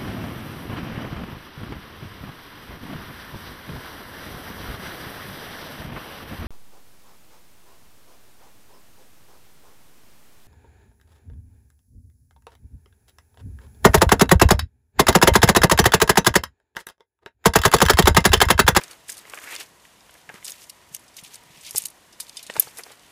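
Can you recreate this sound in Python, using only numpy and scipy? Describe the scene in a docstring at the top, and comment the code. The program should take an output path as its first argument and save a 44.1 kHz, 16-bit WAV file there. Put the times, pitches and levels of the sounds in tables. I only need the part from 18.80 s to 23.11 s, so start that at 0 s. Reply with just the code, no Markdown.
"""Tent poles on open snow

An open snowfield without echo, some metres from a camera: aluminium pole sections slide out of a nylon bag.
Thin tubes chatter in bright, short clinks (damped wall modes); some blows bend a section (lower modes).
Nylon and gloves rustle as shaped noise and tiny slips; the bag's hollow rings upward as the bundle leaves.
Soft bumps are low damped sines; filtered noise makes the camera's own hiss and a faint far drone."""
import sys
import numpy as np
from scipy import signal
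from scipy.fft import rfft, irfft, next_fast_len
from scipy.io import wavfile
from scipy.ndimage import uniform_filter1d, minimum_filter1d, map_coordinates

SR = 44100
rng = np.random.default_rng(int(sys.argv[2]) if len(sys.argv) > 2 else 0)


def unload_wav(signal):
    """Save mono or channel-first audio to the path in sys.argv[1] as 16-bit WAV at rate SR, clipped to [-1, 1]."""
    wavfile.write(
        sys.argv[1],
        SR,
        np.round(np.clip(np.atleast_2d(signal).T, -1, 1) * 32767).astype(np.int16),
    )


N = 190159
T = np.arange(N) / SR  # s

# spectrum of the camera hiss: [f/Hz, relative density/dB]
HISS_SPECTRUM = [(15, -27), (45, 0), (495, -1.5), (684, 0.5), (848, -2.5), (945, -0.5), (2300, -9),
                 (3000, -7), (4040, -10), (10600, -14), (15500, -26)]
# noise bands of the far drone: [f/Hz, width/Hz, relative level/dB]
DRONE_BANDS = [(146, 78, 5.5), (756, 80, -5), (964, 36, 12), (1874, 380, 3.5), (2910, 27, -1)]
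# soft low bumps: [t/s, level before the soft start/dB, f/Hz]
SOFT_BUMPS = [(1.488, -38, 165), (1.542, -34, 189), (2.115, -37.5, 160), (2.426, -35.5, 165),
              (2.702, -38, 151), (2.777, -42.5, 162), (2.946, -31, 127), (3.037, -42, 149),
              (3.694, -34, 220), (3.778, -28.5, 135), (3.869, -40, 129)]
# spectra of bag cloth, of tubes through a glove, of sleeves: [f/Hz, relative density/dB]
SCRAPE_SPECTRUM = [(100, -60), (300, -1.5), (900, -3.5), (1900, 0.5), (2800, -6), (5000, -33), (16000, -17)]
SLIDE_SPECTRUM = [(1200, -24.5), (2300, -4), (3300, -2.5), (4800, -7), (7000, -12.5), (16000, -21.5)]
FIZZ_SPECTRUM = [(2000, -78), (4500, -5.5), (6500, 2.5), (9000, -0.5), (12000, -1), (16000, -8.5)]
# movements of hands and bag:
# [peak t/s, swell/s, fade/s, bag scrape level/dB, tube slide level/dB, sleeve fizz level/dB]
MOVEMENTS = [(0.0, .05, .15, -45.5, -48, -51), (.118, 0.071, 0.067, -46.5, -51.5, -52.5),
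             (.297, 0.026, .06, -41.5, -45, -35), (.385, 0.095, .25, -54, -54.5, -54),
             (.55, .15, 0.26, -46, -56.5, -51), (.75, .2, .05, -39, -40, -42),
             (.805, .06, .06, -41, -41, -42.5), (1.34, 0.28, 0.21, -63, -60.5, -67),
             (1.557, .06, 0.065, -44, -51, -55), (1.68, .06, 0.13, -51, -48.5, -42),
             (1.83, .2, .06, -64, -52.5, -50), (2.15, .05, 0.026, -64, -54.5, -46.5),
             (2.39, .04, 0.03, -78, -44, -44), (2.448, .03, .08, -67, -47, -56),
             (2.54, .09, 0.059, -67, -47, -49.5), (2.861, .25, 0.22, -79, -46.5, -53),
             (2.975, .04, .04, -51, -37.5, -29.5), (3.03, .06, 0.11, -72, -53, -50),
             (3.43, 0.054, .2, -70, -55.5, -50), (3.586, 0.095, 0.24, -81, -47.5, -64),
             (3.77, .1, .06, -51, -47, -48), (3.82, .03, .15, -50, -45.5, -44),
             (3.995, .08, 0.053, -47, -49.5, -43), (4.117, 0.18, 0.095, -51.5, -56.5, -55.5),
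             (4.31, .4, 0.053, -60.5, -61.5, -78)]
# cloth between movements: [scrape level/dB, slide level/dB, fizz level/dB]
IDLE_LEVELS = [-68, -66, -64.5]
# the bundle is drawn out of the bag: [peak t/s, swell/s, fade/s, level/dB]
BAG_PULLS = [(.755, 0.19, 0.034, -38)]
# blows that bend a section: [t/s, level/dB, high over low modes/dB, middle modes over both ends/dB]
BENDING_BLOWS = [(.016, -31.5, 28, -2), (.293, -28, 26, 6), (0.453, -34.5, 4, 10), (0.536, -22, 4, 11),
                 (0.574, -29, 14, 8), (.587, -29, 26, 10), (0.639, -37, 21, 5), (0.674, -30, 28, 9),
                 (.738, -30, 35, 0), (1.052, -38.5, 15, -14), (1.294, -38.5, 16, 9), (1.352, -40, 4, 8),
                 (1.491, -27, 3, 3), (1.498, -28.5, -4, 7), (1.54, -35.5, -15, -1), (1.627, -35, 41, 3),
                 (2.948, -26.5, -15, 4), (3.4, -33.5, 9, 10), (3.699, -19.5, -5, -2), (3.757, -25, -21, 0),
                 (3.765, -19, -1, 17.5), (3.786, -29, -9, -3), (3.825, -36, 0, 10), (3.871, -32.5, -10, 18),
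                 (3.992, -32.5, -8, 11), (4.064, -35, -14, 14), (4.104, -36, -5, 13)]
# bending modes of a section, nominal: [f/Hz, level/dB, t60/s]
BENDING_MODES = [(420, -3, 0.019), (691, -3.5, 0.012), (887, -7, 0.033), (1230, 2.5, 0.0032),
                 (1630, 1, 0.019), (2054, 4.5, 0.012), (2490, 15, 0.0036), (2780, 14.5, 0.0027)]
# clear clinks, tube on tube: [t/s, level/dB, high over low wall modes/dB, chatter t60/s]
TUBE_CLINKS = [(0.013, -32, -3, 0.011), (0.0367, -24, -18, 0.026), (.0803, -35.5, -31, .013),
               (0.1108, -31, -14, 0.051), (0.1314, -36, -30, .016), (0.283, -32, -2, .05),
               (0.2943, -25.5, -11, 0.049), (0.2993, -17.5, 0, 0.018), (.3197, -25.5, -5, 0.015),
               (.3265, -28, -5, .02), (0.341, -35, 1, 0.031), (0.3505, -35, -23, .032),
               (0.3697, -31.5, -11, 0.03), (.3793, -29, -6, 0.023), (.3887, -34, -10, 0.021),
               (.498, -29, -8, 0.0081), (.5445, -27, -4, 0.011), (.5874, -33.5, -25, 0.0057),
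               (0.6418, -30, -3, .004), (.7093, -33, 11, .046), (.724, -30, 2, .011),
               (0.753, -22.5, -20, 0.0036), (.7628, -21, -34, .007), (.801, -30, -1, 0.022),
               (1.3413, -38, 3, .009), (1.492, -38, -33, 0.0059), (1.5416, -34.5, -25, .015),
               (1.646, -24.5, -7, 0.057), (1.654, -23, -6, 0.033), (1.666, -26, -25, .008),
               (1.6771, -30, 12, .01), (1.6812, -20.5, -34, 0.0089), (1.6969, -25, -9, 0.012),
               (1.705, -25.5, 14, 0.018), (1.7193, -24.5, -8, 0.013), (1.839, -39, -5, 0.035),
               (1.8968, -25.5, -11.5, 0.03), (2.1479, -16, 3, 0.012), (2.1646, -29.5, -10, 0.013),
               (2.194, -43, -1, .03), (2.28, -42.5, -24, 0.068), (2.3671, -29.5, -14, 0.036),
               (2.3857, -44, -15, 0.091), (2.4122, -41, -3, .03), (2.4363, -34.5, -2, .05),
               (2.448, -37, -17, 0.031), (2.469, -42, -5, .02), (2.4771, -40, -20, .035),
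               (2.5435, -29, -12, 0.021), (2.5562, -29, -17, 0.016), (2.8102, -37, -16, 0.043),
               (2.849, -31, -27, 0.047), (2.8634, -31, -20, 0.064), (2.8916, -33, -11, 0.052),
               (2.909, -19, 2, .024), (2.9493, -33, 3, .05), (2.9596, -12, -6, 0.025),
               (2.9655, -15, 0, 0.057), (2.9775, -13.5, 22, .013), (2.9809, -4.5, 18, .025),
               (3.0208, -23, -1, 0.034), (3.0383, -25, -5, 0.0077), (3.0545, -15, 0, 0.032),
               (3.0674, -24, 10, .009), (3.084, -31.5, -5, .021), (3.1017, -37, 7, 0.035),
               (3.3255, -40.5, -25, 0.098), (3.4007, -23.5, -19, 0.077), (3.4052, -18, -9, 0.031),
               (3.482, -38, -24, 0.036), (3.495, -27.5, -34, 0.0088), (3.528, -42, -43, .03),
               (3.5696, -23.5, -27, 0.046), (3.587, -36, -28, .012), (3.5936, -28.5, -54, 0.011),
               (3.628, -30, -13, 0.06), (3.6664, -29, -14, 0.045), (3.7, -34.5, -27, 0.094),
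               (3.739, -28, -36, .009), (3.7649, -28.5, -30, 0.074), (3.7969, 14, 37, 0.0083),
               (3.7982, -3, 33.5, 0.025), (3.8141, -41, 0.5, 0.035), (3.8242, -24, -7, .041),
               (3.8444, -36, 7, .04), (3.879, -37, -32, 0.022), (3.894, -43, 10, .035),
               (3.972, -29, -10, 0.092), (3.984, -25, 9, 0.054), (4.0353, -28, -26, .026),
               (4.118, -37, -20, 0.056), (4.173, -52, -24, .018)]
# wall modes of a tube damped by hands and cord, nominal: [f/Hz, level/dB, t60/s]
WALL_MODES = [(3010, -22.5, 0.016), (3580, -20, 0.031), (4590, -2.5, 0.0031), (4960, -5, 0.0087),
              (5660, -0.5, 0.0024), (6480, -7, 0.01), (7260, -2, 0.0023), (7560, -15, 0.0026),
              (8320, 9, 0.0018), (9350, 5, 0.0042), (9830, 6.5, 0.0033), (11020, 10, 0.0019),
              (11600, -11, 0.0021), (12000, -1, 0.0094), (14300, 3, 0.0016), (14100, -8, 0.0035),
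              (14950, -21, 0.0019), (17300, -4.5, 0.0025)]

HISS_DB, DRONE_DB, DRONE_WAVER_DB = -56.5, -63.5, 2.5
BUMP_T60 = 0.034  # s
SPAN_DB = 20  # swell and fade are the times for this change of level
JOLT_SWELL_S, JOLT_FADE_S = 0.006, 0.02  # a blow shakes loose a brief rustle
KNOCK_JOLT_DB = -22  # scrape, relative to the knock
CLINK_JOLT_DB = (-28.5, -22.5)  # slide and fizz, relative to the clink
JOLT_TOP_DB = -8.5  # no clink shakes harder than one of this level
HOLLOW_HZ, HOLLOW_RISE, HOLLOW_WIDTH = 3100, 9.8, 0.4  # pitch at the peak; octaves per s; octaves
KNOCK_T60 = 0.021  # chatter of a knock, s
WALL_SPOT_DB, BENDING_SPOT_DB = 3, 2  # random spread of mode strengths with the spot hit
WALL_ENDS_DB = -5.5  # lowest and highest wall modes relative to the middle ones
TICK_COUNT, TICK_DB, TICK_SCATTER_DB = 40, -44, 5.5
TICK_BRIGHT_DB, TICK_BRIGHT_SCATTER_DB, TICK_T60 = -20, 15, 0.012  # t60 in s
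SHELF_HZ, TOP_HZ = 15150, 16381


def amp(db):
    """Gain of a level in dB."""
    return 10 ** (np.asarray(db) / 20)


def unit(x):
    """x at rms 1."""
    return x / np.sqrt(np.mean(x ** 2) + 1e-20)


def along(points, hz):
    """Values at hz, interpolated between (Hz, value) points on a log axis."""
    f, value = np.transpose(points)
    return np.interp(np.log(hz + 1), np.log(f + 1), value)


def filtered(x, response):
    """x with its spectrum multiplied by a response of frequency."""
    length = next_fast_len(N + SR // 4)
    hz = np.fft.rfftfreq(length, 1 / SR)
    return irfft(rfft(x, length) * response(hz), length)[:N]


def wobble(rate):
    """A smooth random curve with rate knots a second."""
    knots = rng.standard_normal(int(N * rate / SR) + 4)
    return map_coordinates(knots, [T * rate])


def add(track, s, sound):
    """Lays a sound on the track at s seconds."""
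    part = track[max(round(s * SR), 0):][:len(sound)]
    part += sound[:len(part)]


def swells(rows):
    """Power over time of (peak s, swell s, fade s, dB, ..) rows, one curve for each level column."""
    s, swell, fade, *levels = np.transpose(rows)[:, :, None]
    t = T[::32]  # a coarse time grid is enough
    shape = amp(-2 * SPAN_DB * np.maximum((s - t) / swell, (t - s) / fade))
    curves = [np.sum(amp(2 * level) * shape, axis=0) for level in levels]
    return np.array([np.interp(T, t, curve) for curve in curves])


def thin(x, hz):
    """A thin tube cannot move air below its lowest mode: a steep high-pass."""
    return signal.sosfilt(signal.butter(4, hz, "high", fs=SR, output="sos"), x)


def stillness():
    """Camera hiss and air, with a faint far drone of narrow, wavering noise bands."""
    def drone_response(f):
        return sum(amp(db) * 1j * f * width / (centre * centre - f * f + 1j * f * width)
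                   for centre, width, db in DRONE_BANDS)

    hiss = filtered(rng.standard_normal(N), lambda hz: amp(along(HISS_SPECTRUM, hz)))
    drone = filtered(rng.standard_normal(N), drone_response)
    drone_level = amp(DRONE_DB + DRONE_WAVER_DB * wobble(4.96))
    return amp(HISS_DB) * unit(hiss) + drone_level * unit(drone)


def bumps():
    """Each bump is one low, damped swing with a soft start."""
    out = np.zeros(N)
    t = np.arange(SR // 6) / SR
    soft_start = 1 - np.exp(-t / 0.0026)
    for s, db, hz in SOFT_BUMPS:
        decay = amp(db - 60 * t / BUMP_T60)
        add(out, s, decay * soft_start * np.sin(2 * np.pi * hz * t))
    return out


def rubbing(spectrum, slips, lumpy_db, smooth):
    """Cloth slips in tiny uneven jerks (slips a second) that come in clumps, over a smooth share of noise."""
    size = amp(6.6 * rng.uniform(-1.23, 1, N)) * np.sign(rng.standard_normal(N))
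    jerks = size * (rng.random(N) < slips / SR)
    friction = unit(jerks) + smooth * rng.standard_normal(N)
    clumps = amp(lumpy_db * (wobble(35) + wobble(140)))
    return unit(filtered(friction * clumps, lambda hz: amp(along(spectrum, hz))))


def rustle():
    """One uneven rubbing for each material, driven by movements and jolted by knocks and the louder clinks."""
    knock_jolts = [(s, JOLT_SWELL_S, JOLT_FADE_S, db + KNOCK_JOLT_DB) for s, db, *_ in BENDING_BLOWS]
    clink_jolts = [(s, JOLT_SWELL_S, JOLT_FADE_S, *(min(db, JOLT_TOP_DB) + np.array(CLINK_JOLT_DB)))
                   for s, db, *_ in TUBE_CLINKS if db > -30]
    power = swells(MOVEMENTS) + amp(2 * np.array(IDLE_LEVELS))[:, None]
    power[:1] += swells(knock_jolts)  # scrape
    power[1:] += swells(clink_jolts)  # slide and fizz
    scrape, slide, fizz = np.sqrt(power)
    return (scrape * rubbing(SCRAPE_SPECTRUM, slips=2500, lumpy_db=2.2, smooth=0.26)
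            + slide * rubbing(SLIDE_SPECTRUM, slips=3000, lumpy_db=1.98, smooth=0.77)
            + fizz * rubbing(FIZZ_SPECTRUM, slips=3000, lumpy_db=2.0, smooth=0.65))


def pull():
    """A gritty scrape rings in the hollow of the bag, whose pitch climbs as the tubes leave."""
    scrape = rubbing(SCRAPE_SPECTRUM, slips=1300, lumpy_db=1.4, smooth=0.45)
    hz, t, spectra = signal.stft(scrape, SR, nperseg=256)
    # the pitch, in octaves, climbs during the last 0.15 s before the peak
    centre = np.log2(HOLLOW_HZ) + HOLLOW_RISE * np.clip(t - BAG_PULLS[0][0], -0.15, 0)
    distance = (np.log2(hz + 1)[:, None] - centre) / HOLLOW_WIDTH
    ring = 1 / np.sqrt(1 + distance ** 4)
    hollow = signal.istft(spectra * ring, SR, nperseg=256)[1][:N]
    return np.sqrt(swells(BAG_PULLS)[0]) * unit(hollow)


def blow(modes, colour_db, t60, spot_db, contacts, swell, first):
    """Tiny contacts swell and die away, ringing modes whose strength and pitch vary with each blow."""
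    t = np.arange(SR // 12) / SR
    hz, db, ring = np.transpose(modes)[:, :, None]
    strength, detune = rng.standard_normal((2, len(modes), 1))
    decay = amp(db + colour_db[:, None] + spot_db * strength - 60 * t / ring)
    decay[::2] *= -1  # neighbouring modes start in opposite directions
    tone = np.sum(decay * np.sin(2 * np.pi * hz * (1 + 0.029 * detune) * t), axis=0)
    taps = rng.standard_normal(len(t)) * (rng.random(len(t)) < contacts / SR)  # contacts a second
    taps *= amp(-60 * t / t60) * (1 - np.exp(-t / (swell * t60)))
    taps[0] = first  # the blow itself, before the chatter
    sound = signal.fftconvolve(taps, tone)[:len(t)]
    loudest = np.sqrt(uniform_filter1d(sound ** 2, size=66).max())
    return sound / (2 * loudest)  # peaks near 1


def knocks():
    """A blow bends a section; the grip damps some bending modes and leaves others free."""
    out = np.zeros(N)
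    hz = np.array(BENDING_MODES)[:, 0]
    for s, db, bright_db, middle_db in BENDING_BLOWS:
        colour = along([(450, -bright_db / 2), (1050, middle_db), (1900, bright_db / 2)], hz)
        sound = blow(BENDING_MODES, colour, KNOCK_T60, BENDING_SPOT_DB, contacts=1300, swell=0.026, first=1.56)
        add(out, s, amp(db) * sound)
    return thin(out, hz=248)


def ticks():
    """Rows of faint extra clinks, at random moments that crowd where the tubes slide."""
    busy = np.cumsum(swells(MOVEMENTS)[1] ** 0.16)
    when, size, tone = rng.random((TICK_COUNT, 3)).T
    share = (np.arange(TICK_COUNT) + when) / TICK_COUNT
    s = np.interp(share, busy / busy[-1], T)
    db = TICK_DB + TICK_SCATTER_DB * (2 * size - 1)
    bright_db = TICK_BRIGHT_DB + TICK_BRIGHT_SCATTER_DB * (2 * tone - 1)
    return [(*row, TICK_T60) for row in zip(s, db, bright_db)]


def clinks():
    """Tube strikes tube; where the two touch tilts the wall modes from low to high."""
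    out = np.zeros(N)
    hz = np.array(WALL_MODES)[:, 0]
    for s, db, bright_db, t60 in TUBE_CLINKS + ticks():
        low_db, high_db = WALL_ENDS_DB - bright_db / 2, WALL_ENDS_DB + bright_db / 2
        colour = along([(3300, low_db), (7000, 0), (11500, high_db)], hz)
        sound = blow(WALL_MODES, colour, t60, WALL_SPOT_DB, contacts=4300, swell=0.0055, first=1.74)
        add(out, s, amp(db) * sound)
    return thin(out, hz=2420)


def scene():
    """All layers add up dry: open snow gives back no echo."""
    return (clinks() + knocks() + bumps() + rustle() + pull() + stillness())[None]


def record(dry):
    """A fast limiter holds peaks just above full scale; the top treble drops in a step, then ends."""
    def treble(hz):
        step_db = np.clip((SHELF_HZ - hz) / 8, -30, 0)
        slope_db = np.clip(hz - SHELF_HZ, 0, None) / 70
        return amp(step_db - slope_db) * (hz < TOP_HZ)

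    needed = 1 / np.maximum(np.abs(dry[0]) / 1.1, 1)
    gain = uniform_filter1d(minimum_filter1d(needed, size=61), size=61)
    return filtered(dry[0] * gain, treble)[None]


dry = scene()
out = record(dry)
unload_wav(out)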